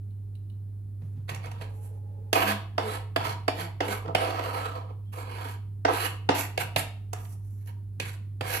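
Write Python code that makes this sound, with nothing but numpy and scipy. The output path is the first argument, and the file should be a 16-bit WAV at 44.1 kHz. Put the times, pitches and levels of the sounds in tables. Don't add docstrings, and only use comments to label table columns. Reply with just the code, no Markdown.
import sys
import numpy as np
from scipy import signal
from scipy.fft import rfft, irfft
from scipy.io import wavfile
from scipy.ndimage import uniform_filter1d

SR = 44100
rng = np.random.default_rng(int(sys.argv[2]) if len(sys.argv) > 2 else 0)


def persist_wave(psi):
    counts = np.round(np.clip(psi, -1, 1) * 32767).astype(np.int16)
    wavfile.write(sys.argv[1], SR, np.atleast_2d(counts).T)


def amplitude_ratio(level_db):
    exponent = np.asarray(level_db, float) / 20
    return 10 ** exponent


N = 379260

# pitch_hz, level_db
HUM_LINES = [(50, -60.5), (100, -37), (200, -83.5), (400, -74.5)]
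# pitch_hz, density_db_per_hz
AIR_SPECTRUM = [(25, -36.5), (50, -8), (75, -12.5), (150, -13.5), (300, -23), (600, -39.5), (1200, -49.5),
                (2500, -56.5), (4600, -58), (6000, -63.5), (8000, -58.5), (10500, -53), (13000, -56.5),
                (16000, -55)]
# pitch_hz, width_hz, level_db
WHINE_MODES = [(3973, 30, -4.5), (10300, 40, -1), (14750, 40, -4)]
# pitch_hz, width_hz, level_db
TABLE_MODES = [(88.4, 32, 1), (124.4, 31.7, 9.5), (157, 43, 4.5), (222, 62, -4.5)]
# peak_s, level_db
TABLE_SHAKES = [(1.026, -44), (1.17, -44), (1.312, -43), (1.38, -62), (1.48, -47.5), (1.6, -48),
                (3.174, -44), (3.26, -42), (3.33, -49), (6.58, -40), (6.764, -37), (8.012, -43),
                (8.418, -45), (8.476, -61)]
# start_s, peak_db
WIPES = [
    (0.1094, -75),
    (0.3566, -64),
    (0.5024, -65),
    (5.0594, -83),
]
# pitch_hz, width_hz, level_db
WET_BLADE_MODES = [(2200, 300, -12), (2880, 200, -1), (3980, 220, 1), (8160, 400, -14), (11000, 260, -3.5)]
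# start_s, peak_db
STEEL_CLINKS = [
    (1.298, -45),
    (1.347, -42),
    (1.458, -52),
    (1.515, -51),
    (2.331, -32),
    (7.131, -37.5),
    (7.659, -59),
]
# start_s, end_s, level_db
DRAUGHTS = [
    (1.597, 1.977, -59),
    (2.04, 2.297, -60.5),
]
# pitch_hz, width_hz, level_db
DRAUGHT_MODES = [(437, 28, 4.5), (556, 40, 3), (832, 50, 1)]
# start_s, length_s, level_db, brightness_db, extra_edge_db
BRUSH_TOUCHES = [(1.005, 0.15, -74, 0, -13), (1.41, 0.058, -61, -13, 6), (1.538, 0.1, -55, -13, -1),
                 (1.698, 0.28, -69, 5, -6), (4.054, .065, -34.5, -45, 4), (5.032, 0.055, -82.5, -16, -2),
                 (5.132, 0.098, -43, -38, -5), (7.17, 0.17, -62.5, 11, -13), (7.35, 0.31, -75, 10, -9),
                 (7.595, 0.038, -74, 7, 4), (7.655, 0.043, -71.5, 11, 0), (8.023, 0.12, -55.5, 9, 9)]
# start_s, upper_peak_db, low_minus_upper_db, hardness_db
BLADE_LANDINGS = [(1.019, -67.5, 12, -8), (1.291, -38, -12, 8), (1.345, -52, -6, 14.5), (1.457, -49, -7, 5),
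                  (1.514, -43, -18, 0), (1.611, -45.5, 1, 5.5), (2.329, -21, -5, 9),
                  (2.78, -20.5, -10.5, -6), (3.161, -19, -8.5, -1), (3.48, -19.5, -5.5, -0.5),
                  (3.805, -23.5, -1.5, -5), (4.058, -41, -3, -12), (4.079, -38, -9, -23),
                  (4.149, -16.5, -7.5, 0), (4.409, -35, -15, -8), (5.136, -52, -5, -5),
                  (5.383, -39, -18, -6), (5.85, -16.5, -7, -16.5), (6.29, -16.5, -1, -11),
                  (6.354, -32.5, -7, -3), (6.576, -24.5, -5, 4.5), (6.761, -23, -4, 7.5),
                  (7.131, -33, -10.5, -5), (7.251, -60, -4, 11), (7.658, -67, -3, 5), (7.69, -59.5, -14, 0),
                  (7.999, -40, 3.5, 18), (8.409, -33.5, 0.5, 6.5)]
# start_s, level_db, fade_db_per_s, brightness_db
FADING_SKIDS = [
    (1.295, -39.5, 146, -12.5),
    (1.445, -49, 200, -11.5),
    (1.516, -51, 500, -10),
    (1.62, -47, 230, -9.5),
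    (6.606, -35, 326, 0.5),
    (6.782, -36, 262, 3.5),
    (7.149, -48.5, 138, -13),
    (7.685, -60, 260, -6),
    (8.02, -45.5, 170, -15),
]
# landing_s, fastest_s, first_drag_db, sweep_db, sweep_brightness_db
QUICK_STROKES = [
    (2.326, 2.485, -25.5, -30, -8),
    (2.772, 2.92, -37.5, -35, -10.5),
    (3.171, 3.279, -33.5, -34, -9.5),
    (3.494, 3.604, -38, -36, -9.5),
    (3.799, 3.912, -35, -32.5, -8.5),
    (5.859, 6.035, -30, -31.5, -4.5),
    (6.296, 6.393, -35, -36.5, 4),
    (8.404, 8.55, -41.5, -33.5, 2.5),
]
# time_s, pressure_db, brightness_db
SLOW_PUSHES = [
    [(4.18, -32.5, -19.5), (4.36, -36.5, -16), (4.385, -38.5, -21), (4.44, -35.5, -15), (4.49, -36, -14),
     (4.59, -36.5, -16.5), (4.78, -45.5, -20.5), (4.906, -55, -32), (4.95, -77, -36)],
    [(5.134, -58, 1), (5.198, -52, -2), (5.27, -48, -20.5), (5.36, -43.5, -13.5), (5.45, -37.5, -15),
     (5.53, -46.5, -2.5), (5.6, -74, -24)],
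]
# pitch_hz, width_hz, level_db
BODY_MODES = [(665.2, 26, -1.5), (786, 50, -2), (946, 39, 1), (1087, 170, -6), (1317, 68, -5.5)]
# pitch_hz, width_hz, level_db
LOW_MODES = [(272.6, 43, -8), (348.5, 49, -4.5), (427.5, 67, -3), (511, 51, 2.5)]
# pitch_hz, width_hz, level_db
EDGE_MODES = [(1508, 140, -1.5), (1670, 85, 1), (1887, 160, -3.5), (2208, 97, 0.5), (2557, 270, -4),
              (2940, 250, -3.5), (3290, 420, -7.5), (3950, 170, -6.5), (4386, 470, -8.5)]
# pitch_hz, width_hz, level_db
STEEL_MODES = [(5710, 870, -11.5), (7350, 810, -7.5), (9540, 1230, -6.5), (11370, 670, -0.5),
               (12470, 1200, -6.5), (14700, 880, -13)]
# pitch_hz, width_hz, level_db
STRUCK_MODES = [
    [(686, 160, 3), (1000, 215, -0.5), (1145, 405, -4.5)],
    [(144, 90, -13), (277, 62, -3), (503.5, 102, 2)],
    [(1648, 290, -8), (2233, 270, -1), (2530, 700, -3), (3760, 1100, -9.5), (4510, 1000, -7.5)],
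    [(5930, 1300, 7), (11000, 4800, 0)],
]
# start_s, length_s, pitch_hz, level_db, second_harmonic_db
RIB_RIDES = [
    (2.335, 0.12, 178, -47, -12),
    (2.41, .19, 206.8, -39.5, -24),
    (2.8, .13, 218.3, -48, 9),
    (3.56, 0.16, 167.9, -44, -6.5),
    (3.846, 0.12, 202.2, -47, 5),
    (4.062, .062, 162, -44, 0),
]
# start_s, end_s, pitch_hz, level_db
FINGER_SQUEAK = (5.04, 5.13, 3120, -69)
# pitch_hz, t60_s
KITCHEN_DECAY = [(300, 0.52), (1000, 0.41), (3000, 0.43), (7000, 0.27), (12000, 0.082)]


def two_ports(shape, alike):
    alike = np.clip(alike, 0, 1)
    common = rng.standard_normal(shape)
    own = rng.standard_normal((2, *shape))
    return np.sqrt(alike) * common + np.sqrt(1 - alike) * own


def walk(rate_hz):
    hold = int(SR / rate_hz)
    steps = np.repeat(rng.standard_normal(N // hold + 1), hold)
    return 1.52 * uniform_filter1d(steps, hold)[:N]


def ring(x, modes, damping=0.83, shift_db=0.):
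    banks = []
    for k, (hz, width_hz, db) in enumerate(modes):
        banks.append((signal.iirpeak(hz, hz / width_hz / damping, SR), (-1) ** k * amplitude_ratio(db)))
    probe = np.eye(1, 8192)[0]
    norm = np.linalg.norm(sum(g * signal.lfilter(*ba, probe) for ba, g in banks))
    if not shift_db:
        return sum(g * signal.lfilter(*ba, x) for ba, g in banks) / norm
    knots = np.arange(0, N, SR // 9)
    drift = amplitude_ratio(shift_db * rng.standard_normal((len(modes), len(knots))))
    out = 0
    for (ba, g), d in zip(banks, drift):
        out = out + g * signal.lfilter(*ba, x * np.interp(np.arange(N), knots, d))
    return out / norm


def gains(tables, fade_s=0.019):
    out = np.zeros((len(tables[0][0]) - 1, N))
    for rows in tables:
        s, *columns = np.transpose(rows)
        i = np.arange(int((s[0] - fade_s) * SR), min(int((s[-1] + fade_s) * SR), N))
        outside_s = np.minimum(i / SR - s[0], s[-1] - i / SR)
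        gate = np.clip(outside_s / fade_s + 1, 0, 1)
        out[:, i] += gate * amplitude_ratio(np.array([np.interp(i / SR, s, c) for c in columns]))
    return out


def bursts(events, parts, rise_s, fall_s, tail_db, tail_s):
    t = np.arange(int(.12 * SR)) / SR
    fall = np.exp(-(t / fall_s) ** 2) + amplitude_ratio(tail_db) * np.exp(-t / tail_s)
    rattle = two_ports((len(events), len(t)), 0.51) * (1 - np.exp(-t / rise_s)) * fall
    out = np.zeros((len(parts), 2, N + len(t)))
    for part, modes in enumerate(parts):
        rings = ring(rattle, modes)
        rings = rings / np.abs(rings).max(axis=2, keepdims=True)
        for k, (s, *peak_db) in enumerate(events):
            i = int((s - rise_s) * SR)
            out[part, :, i:i + len(t)] += amplitude_ratio(peak_db[part]) * rings[:, k]
    return out[:, :, :N]


def background():
    t = np.arange(N) / SR
    hum = 0
    for line_hz, db in HUM_LINES:
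        level = np.sqrt(2) * amplitude_ratio(db + .4 * walk(5))
        hum = hum + level * np.sin(2 * np.pi * line_hz * t + .25 * walk(3))

    rise_s, fall_s, edge_db = 0.026, 0.11, -14
    shakes = [[(s - rise_s, db + edge_db), (s, db), (s + fall_s, db + edge_db)] for s, db in TABLE_SHAKES]
    table = gains(shakes, 0.012)[0] * ring(rng.standard_normal(N), TABLE_MODES) * amplitude_ratio(1.5)
    bass = (hum + table) * amplitude_ratio(np.array([[-1.2], [1.1]]))

    hz = np.arange(N // 2 + 1) * SR / N + 1
    air_hz, air_db = np.transpose(AIR_SPECTRUM)
    colour = amplitude_ratio(np.interp(np.log(hz), np.log(air_hz), air_db))
    mid, side = rfft(rng.standard_normal((2, N))) * colour
    side = side * np.clip(hz / 850.0, .15, .95)
    air = irfft(np.array([mid + side, mid - side]), N)
    whine = np.array([ring(n, WHINE_MODES) for n in rng.standard_normal((2, N))]) * amplitude_ratio(-95.5)
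    return bass + whine + air / air.std() * amplitude_ratio(-53)


def handling():
    wipes = bursts(WIPES, [WET_BLADE_MODES], 0.0059, .006, -17.0, .014)[0] * amplitude_ratio(12.5)
    clinks = bursts(STEEL_CLINKS, STRUCK_MODES[-1:], 0.00042, .005, -14, 0.013)[0] * amplitude_ratio(8.5)
    carried = gains([[(start, db), (end, db)] for start, end, db in DRAUGHTS], .03)[0]
    draught = carried * ring(two_ports((N,), 0.73), DRAUGHT_MODES) * amplitude_ratio(1.7)
    return wipes + clinks + draught


def brushes():
    edge_db, rise_share = -11, 0.5
    return [[(s, db + edge_db, *tone), (s + rise_share * length_s, db, *tone), (s + length_s, db + edge_db, *tone)]
            for s, length_s, db, *tone in BRUSH_TOUCHES]


def skids():
    depth_db, dull_db = 29.5, -13
    return [[(s, db, bright), (s + depth_db / fade, db - depth_db, bright + dull_db)]
            for s, db, fade, bright in FADING_SKIDS]


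def strokes():
    settle_s, drag_bright_db, drag_hard_slope = 0.029, -21, 0.74
    slack_share, slack_db, slack_dull_db = 0.37, -4, -3
    hold_s, hold_db = 0.035, -5
    lift_s, lift_db, lift_dull_db = 0.12, -26.5, -9.5
    landings = np.transpose(BLADE_LANDINGS)
    out = []
    for land, fast, drag, sweep, bright in QUICK_STROKES:
        hard_db = landings[-1][np.argmin(np.abs(landings[0] - land))]
        drag_s = land + settle_s
        slack_s = drag_s + slack_share * (fast - land - settle_s)
        out.append([(drag_s, drag, drag_bright_db + drag_hard_slope * hard_db),
                    (slack_s, (drag + sweep) / 2 + slack_db, bright + slack_dull_db),
                    (fast, sweep, bright),
                    (fast + hold_s, sweep + hold_db, bright),
                    (fast + max(lift_s, hold_s), sweep + lift_db, bright + lift_dull_db)])
    return out


def shares(s, db, bright_db, extra_db=0):
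    soft_db, full_edge_db = -34, 3
    low_db = db - 7.5 - 0.21 * max(bright_db, soft_db)
    edge_db = min(3.5 + 0.54 * bright_db, full_edge_db) + min(bright_db - soft_db, 0) + extra_db
    return s, db, low_db, db + edge_db, db + bright_db


def darken(parts):
    dull = signal.butter(N=2, Wn=5060, fs=SR, output="sos")
    return [signal.sosfilt(dull, part) for part in parts[:-1]] + parts[-1:]


def board():
    grip = amplitude_ratio(1.6 * walk(900) + 2.0 * walk(90) + 1.36 * walk(25))
    grip = grip / np.sqrt(np.mean(grip ** 2))
    contacts = list(SLOW_PUSHES) + strokes() + skids() + brushes()
    rub = gains([[shares(*row) for row in rows] for rows in contacts])

    hits = [(s, db, db + low, db + hard, db - 15 + 1.32 * hard) for s, db, low, hard in BLADE_LANDINGS]
    blows = bursts(hits, STRUCK_MODES, .0008, 0.0056, -8.5, 0.017)
    blows = blows * amplitude_ratio(np.array([7.96, 7.85, 3.0, 7.04]))[:, None, None]

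    parts, alike = (BODY_MODES, LOW_MODES, EDGE_MODES, STEEL_MODES), (0.78, 1.0, 0.5, 0.35)
    both = []
    for force, modes, share, struck in zip(rub, parts, alike, blows):
        grains = force * grip * two_ports((N,), share)
        both.append(ring(grains, modes, 1.05, 2.43) + struck)
    return sum(darken(both))


def chatter():
    out, waver = np.zeros(N), walk(30)
    for start, length, rib_hz, db, second_db in RIB_RIDES:
        i = np.arange(int(start * SR), int((start + length) * SR))
        turn = 2 * np.pi * np.cumsum(rib_hz * (1 + 0.0125 * waver[i])) / SR
        wave = np.sin(turn) + amplitude_ratio(second_db) * np.sin(2 * turn)
        wave = wave + amplitude_ratio(-8.) * (np.sin(4 * turn) + np.sin(5 * turn))
        swell = np.sin(np.linspace(0, np.pi, len(i))).clip(0) ** 1.3
        out[i] += amplitude_ratio(db + 5.5) * swell * wave
    return out


def squeak():
    start, end, hz, db = FINGER_SQUEAK
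    t = np.arange(N) / SR
    swell = np.sin(np.pi * np.clip((t - start) / (end - start), 0, 1))
    turn = 2 * np.pi * np.cumsum(hz * (1 + .02 * walk(60))) / SR
    return amplitude_ratio(db) * swell * np.sin(turn)


def delay(x, lag_s):
    return np.append(np.zeros(round(lag_s * SR)), x)[:N]


def ports(x):
    lag_s, bass_alike = .00048, 0.97
    bass = signal.sosfiltfilt(signal.butter(N=2, Wn=520, fs=SR, output="sos"), x)
    upper = x - bass
    heard = bass_alike * bass.mean(axis=0) + (1 - bass_alike) * bass
    left = upper[0] * amplitude_ratio(-4.0) + heard[0] * amplitude_ratio(-2.0)
    right = delay(upper[1], lag_s) * amplitude_ratio(2.5) + delay(heard[1], lag_s / 2) * amplitude_ratio(-0.1)
    return np.array([left, right])


def kitchen(x, wet_db):
    alike_hz = 262
    t = np.arange(int(.7 * SR)) / SR
    tail = 0
    for hz, t60_s in KITCHEN_DECAY:
        noise = two_ports((len(t),), alike_hz / hz)
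        band = np.array([ring(n, [(hz, 0.99 * hz, 0)]) for n in noise])
        tail = tail + band * np.sqrt(hz / t60_s) * amplitude_ratio(-60 * t / t60_s)
    tail = tail * (1 - np.exp(-(t / .008) ** 2))
    tail = tail / np.linalg.norm(tail, axis=1, keepdims=True)
    return amplitude_ratio(wet_db) * signal.fftconvolve(x[None], tail, axes=1)[:, :N]


def scene():
    near = handling() + board() + chatter() + squeak()
    return background() + ports(near) + kitchen(near[0], -7.5)


def band_limit(x):
    return signal.sosfilt(signal.butter(12, 16830, fs=SR, output="sos"), x)


def record(dry):
    low_pass = signal.ellip(8, .2, 60, 15900, fs=SR, output="sos")
    mix = signal.sosfilt(low_pass, dry)
    return band_limit(mix)


dry = scene()
out = record(dry)
persist_wave(out)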